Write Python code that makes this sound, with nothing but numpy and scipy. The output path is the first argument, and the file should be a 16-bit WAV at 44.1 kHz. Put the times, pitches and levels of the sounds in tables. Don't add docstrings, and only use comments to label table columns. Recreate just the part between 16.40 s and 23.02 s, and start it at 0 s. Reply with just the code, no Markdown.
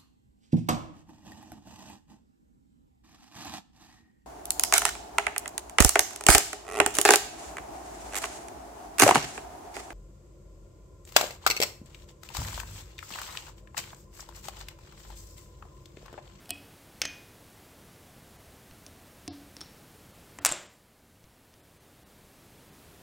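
import sys
import numpy as np
from scipy import signal
from scipy.fft import rfft, irfft, next_fast_len
from scipy.io import wavfile

SR = 44100
rng = np.random.default_rng(int(sys.argv[2]) if len(sys.argv) > 2 else 0)


def volts_from_decibels(level):
    exponent = np.asarray(level, float) / 20
    return 10 ** exponent


def put_to_file(sound):
    columns = np.atleast_2d(sound).T
    safe = np.clip(columns, -1, 1)
    whole_steps = np.round(safe * 32767)
    wavfile.write(sys.argv[1], SR, whole_steps.astype(np.int16))


N = 292074

# start_s, level_db, ring_db, thump_db
SNAP_CONTACTS = [(3.9875, -27.5, -32, -17), (4.022, -55.5, -0.5, -40), (4.0494, -2.5, -34, -44),
                 (4.0575, -24, -30.5, -45), (4.0589, -7, -13.5, -42), (4.0648, -8, -31.5, -50),
                 (4.0905, -16, -26, -50), (4.1036, -28, -30, -50), (4.114, -30, -38, -54),
                 (4.1154, -16.5, -4, -41), (4.1206, -21, -9, -52), (4.1222, -17, -4.5, -33)]
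# freq_hz, density_db_per_hz
SNAP_CRACK = [(100, -19.5), (350, -20), (660, -5), (2300, -4), (3900, -6.5), (4300, -7.5), (5650, -2.5),
              (6300, -2), (7100, 5), (8600, 4), (10000, -5.5), (12000, -9), (14000, -10.5), (16500, -21.5)]
# pitch_hz, level_db, t60_s
SNAP_RING = [(7300, 0, .012), (7600, 0, .015), (8300, -3, .01), (11050, -32, .2), (12800, -30, .08),
             (3700, -24, .03), (190, -22, .08), (350, -26, .14), (600, -16, .05)]


def snap():
    return contacts(SNAP_CONTACTS, SNAP_CRACK, SNAP_RING,
                    t60_s=.012, dull_db=.19, flutter_db=3, room_db=-7)


# start_s, level_db, ring_db, thump_db
HOOK_CONTACTS = [
    (.0575, -41, -27, -19),
    (.0932, -31.5, -17, -30),
    (.1028, -35, -26, -20),
    (.1059, -14.5, -30, -27.5),
    (.1073, -26.5, -15, -30),
]
# freq_hz, density_db_per_hz
HOOK_CRACK = [(300, -21), (1200, -21), (2300, -7), (2900, 5), (3700, -10), (5000, 1), (6600, -11.5),
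              (8500, 7.5), (11400, -16), (13600, 3), (16500, -29)]
# pitch_hz, level_db, t60_s
HOOK_RING = [(703, -2.5, 0.089), (1905, -21, 0.21), (2528, -6, 0.28), (2970, -1, 0.039), (3300, -8, 0.12),
             (4240, -12, 0.052), (5500, -8, 0.097), (8060, -3, 0.021), (9430, -12, 0.069),
             (10950, -13, 0.06)]


def hook():
    return contacts(HOOK_CONTACTS, HOOK_CRACK, HOOK_RING,
                    t60_s=.006, dull_db=.22, flutter_db=5, room_db=-16)


# start_s, level_db, ring_db, thump_db
TWANG_CONTACTS = [
    (.6168, -13.5, -23, -30),
    (.637, -28, -25, -30),
    (.6518, -29.5, -10, -19),
    (.6528, -19.5, -26, -38),
]
# freq_hz, density_db_per_hz
TWANG_CRACK = [(200, -17), (500, -9), (750, -11), (1050, -20.5), (1600, -2.5), (2400, -0.5), (3100, -1.5),
               (4000, -8.5), (5600, 1), (7500, -9), (11000, -18.5), (13800, -28), (15100, -17),
               (16500, -32)]
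# pitch_hz, level_db, t60_s
TWANG_RING = [(1810, -17, .1), (2471, -10, .6), (2520, -12, .2), (2735, -20, .25), (3100, -17, .25),
              (3340, -16, .2), (4590, -14, .06), (5450, -3, .025), (6090, -10, .2), (6220, -9, .22),
              (6370, -11, .2), (9570, -18, .06)]


def twang():
    return contacts(TWANG_CONTACTS, TWANG_CRACK, TWANG_RING,
                    t60_s=.023, dull_db=.23, flutter_db=6, room_db=-14)


# start_s, level_db, ring_db, thump_db
VISE_CONTACTS = [
    (2.8785, -23, -33, -11),
    (3.1672, -28.5, -40, -19),
    (3.2083, -30.5, -25, -15.5),
    (3.2131, -26.5, -16, -22),
]
# freq_hz, density_db_per_hz
VISE_CRACK = [(470, -10), (800, -0.5), (2560, -1.5), (5350, 7), (7620, -5), (9570, -0.5), (11400, -16),
              (15500, -21), (16500, -65)]
# pitch_hz, level_db, t60_s
VISE_RING = [(3440, -18, .1), (5465, -13, .27), (5440, 0, .04), (9600, -14, .03)]


def vise():
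    return contacts(VISE_CONTACTS, VISE_CRACK, VISE_RING,
                    t60_s=.012, dull_db=-.12, flutter_db=1.5, room_db=-10)


# start_s, level_db, ring_db, thump_db
TICK_CONTACTS = [
    (2.311, -41.5, -26, -32),
    (2.4645, -33, -34, -17),
    (4.841, -40.5, -34, -31),
    (5.1395, -40, -32.5, -30),
]
# freq_hz, density_db_per_hz
TICK_CRACK = [(800, -50), (2500, -16.5), (4500, -13), (6100, -4.5), (7900, -18), (9700, -7.5), (12500, -36),
              (15000, -31)]


def ticks():
    return contacts(TICK_CONTACTS, TICK_CRACK, VISE_RING,
                    t60_s=.011, dull_db=1.7, flutter_db=1, room_db=-11)


SPIKE = 3.1


def contacts(rows, crack_colour, modes, t60_s, dull_db, flutter_db, room_db):
    out = np.zeros(N + 2 * SR)
    t = np.arange(SR // 2) / SR
    short = t[:4096]
    touch = 1. * (short == 0)
    rest = (0, len(t) - len(short))
    hz = np.fft.rfftfreq(2 ** 13, 1 / SR)
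    loudest_db = max(row[1] for row in rows)
    for start_s, level_db, ring_db, thump_db in rows:
        tilt_db = dull_db * (level_db - loudest_db)
        colour_db = along(crack_colour, hz) + tilt_db * np.log2((hz + 100) / 4000)
        rattle = volts_from_decibels(-60 * short / t60_s) * rng.standard_normal(len(short))
        crack = coloured(rattle + SPIKE * touch, colour_db)
        crack /= np.abs(crack).max()
        spread = coloured(touch, colour_db)
        spread *= np.linalg.norm(crack) / np.linalg.norm(spread)
        ring = ringing(modes, t, scatter_db=4, flutter_db=flutter_db) * (1 - np.exp(-t / .00017))
        body = volts_from_decibels(ring_db) * ring + volts_from_decibels(thump_db) * bench_thump(t)
        direct = volts_from_decibels(level_db) * (np.pad(crack, rest) + body)
        wet = volts_from_decibels(level_db + room_db) * room_answer(np.pad(spread, rest) + body)
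        start = round(start_s * SR)
        out[start:start + len(direct)] += direct
        out[start:start + len(wet)] += wet
    return out[:N]


def ringing(modes, t, scatter_db, flutter_db):
    hz, db, t60_s = np.transpose(modes)[:, :, None]
    strength, phase = rng.standard_normal((2, len(modes), 1))
    knots = rng.standard_normal((len(modes), 64))
    flutter = np.array([np.interp(t * 120, np.arange(64), k) for k in knots])
    level_db = db + scatter_db * strength + flutter_db * flutter - 60 * t / t60_s
    return np.sum(volts_from_decibels(level_db) * np.sin(2 * np.pi * hz * t + phase), axis=0)


# pitch_hz, level_db, t60_s
BENCH = [(89, -6, 0.36), (285, -7, 0.51), (315, -7.5, 0.15), (183, -19, 0.16), (365, -16.5, 0.27),
         (465, -9, 0.048), (721, -10, 0.083)]


def bench_thump(t):
    return ringing(BENCH, t, scatter_db=2.5, flutter_db=.4) * (1 - np.exp(-t / .002))


def along(points, hz):
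    f, v = np.transpose(points)
    return np.interp(np.log(hz + 1), np.log(f + 1), v)


def coloured(x, gain_db):
    size = 2 * (len(gain_db) - 1)
    cepstrum = irfft(np.log(np.maximum(volts_from_decibels(gain_db), 1e-5)), size)
    cepstrum[1:size // 2] *= 2
    cepstrum[size // 2 + 1:] = 0
    response = np.exp(rfft(cepstrum))
    return irfft(rfft(x, size) * response, size)[:len(x)]


def below(x, top_hz):
    n = x.shape[-1]
    size = next_fast_len(n + 8192)
    passed = np.fft.rfftfreq(size, 1 / SR) < top_hz
    return irfft(rfft(x, size) * passed, size)[..., :n]


# freq_hz, t60_s
ROOM = [(150, 0.97), (700, 0.6), (2000, 0.57), (5000, 0.54), (8000, 0.46), (14000, 0.2)]
# freq_hz, gain_db
AIR = [(100, -13), (500, -0.5), (4000, 0.5), (8000, -10.5), (11000, -8.5), (16000, -25)]
HISS_TOP_HZ = 15850


def room_answer(blow):
    hz, t, z = signal.stft(rng.standard_normal(SR // 2), SR, nperseg=256)
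    gain_db = along(AIR, hz)[:, None] - 60 * t / along(ROOM, hz)[:, None]
    tail = signal.istft(z * volts_from_decibels(gain_db), SR, nperseg=256)[1]
    tail = below(tail, HISS_TOP_HZ)
    delayed = np.pad(blow, (130, 0))
    return signal.fftconvolve(delayed, tail / np.linalg.norm(tail))


# freq_hz, density_db_per_hz
HISS = [(12, -39), (20, -9), (76, -1), (153, -3), (191, -4), (268, -6), (537, -10), (635, -10.5),
        (1020, -15), (1430, -16.5), (5750, -23.5), (12200, -24), (15700, -26.5)]
HISS_DB = -54


def hiss():
    size = next_fast_len(N + 8192)
    hz = np.fft.rfftfreq(size, 1 / SR)
    gain = volts_from_decibels(along(HISS, np.minimum(hz, 15500))) * (hz < HISS_TOP_HZ)
    x = irfft(rfft(rng.standard_normal(size)) * gain, size)[:N]
    return volts_from_decibels(HISS_DB) * x / x.std()


DUCK_DB, DUCK_S, HOLD_S, RECOVER_DB_PER_S = -8, .18, .4, 4


def gain_control():
    loudest_s = max(SNAP_CONTACTS, key=lambda row: row[1])[0]
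    since_s = np.maximum(np.arange(N) / SR - loudest_s, 0)
    sunk_db = DUCK_DB * (1 - np.exp(-since_s / DUCK_S))
    climb_db = RECOVER_DB_PER_S * np.maximum(since_s - HOLD_S, 0)
    return volts_from_decibels(np.minimum(sunk_db + climb_db, 0))


# centre_s, threshold_db (over the median line), after_click (0/1)
THINNED = [(.1223, 8, 1), (.6557, -2, 0), (1.978, 6, 0), (2.896, 15, 1), (2.917, 9, 0), (3.728, 6, 0),
           (4.005, 14, 1), (4.282, 10, 0), (5.221, 7.5, 0), (5.392, 8, 0), (5.648, 7.5, 0), (6.309, 6.5, 0)]


def thin_out(x):
    out = x.copy()
    u = np.linspace(0, 1, round(SR * 2048 / 48000))
    late_rise = np.where(u < .5, np.clip((u - 7 / 32) * 8, 0, .5), u)
    for centre_s, threshold_db, after_click in THINNED:
        window = np.sin(np.pi * (late_rise if after_click else u))
        start = round(centre_s * SR) - len(u) // 2
        span = slice(start, start + len(u))
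        lines = rfft(x[:, span] * window)
        weak = np.abs(lines) < volts_from_decibels(threshold_db) * np.median(np.abs(lines))
        out[:, span] -= window * irfft(lines * weak, len(u))
    return out


def scene():
    mono = snap() + hook() + twang() + vise() + ticks() + hiss()
    return np.tile(mono, (2, 1))


def band_limit(x):
    return signal.sosfilt(signal.butter(12, 17080, fs=SR, output="sos"), x)


def record(dry):
    mix = below(dry * gain_control(), top_hz=16500)
    return band_limit(thin_out(mix))


dry = scene()
out = record(dry)
put_to_file(out)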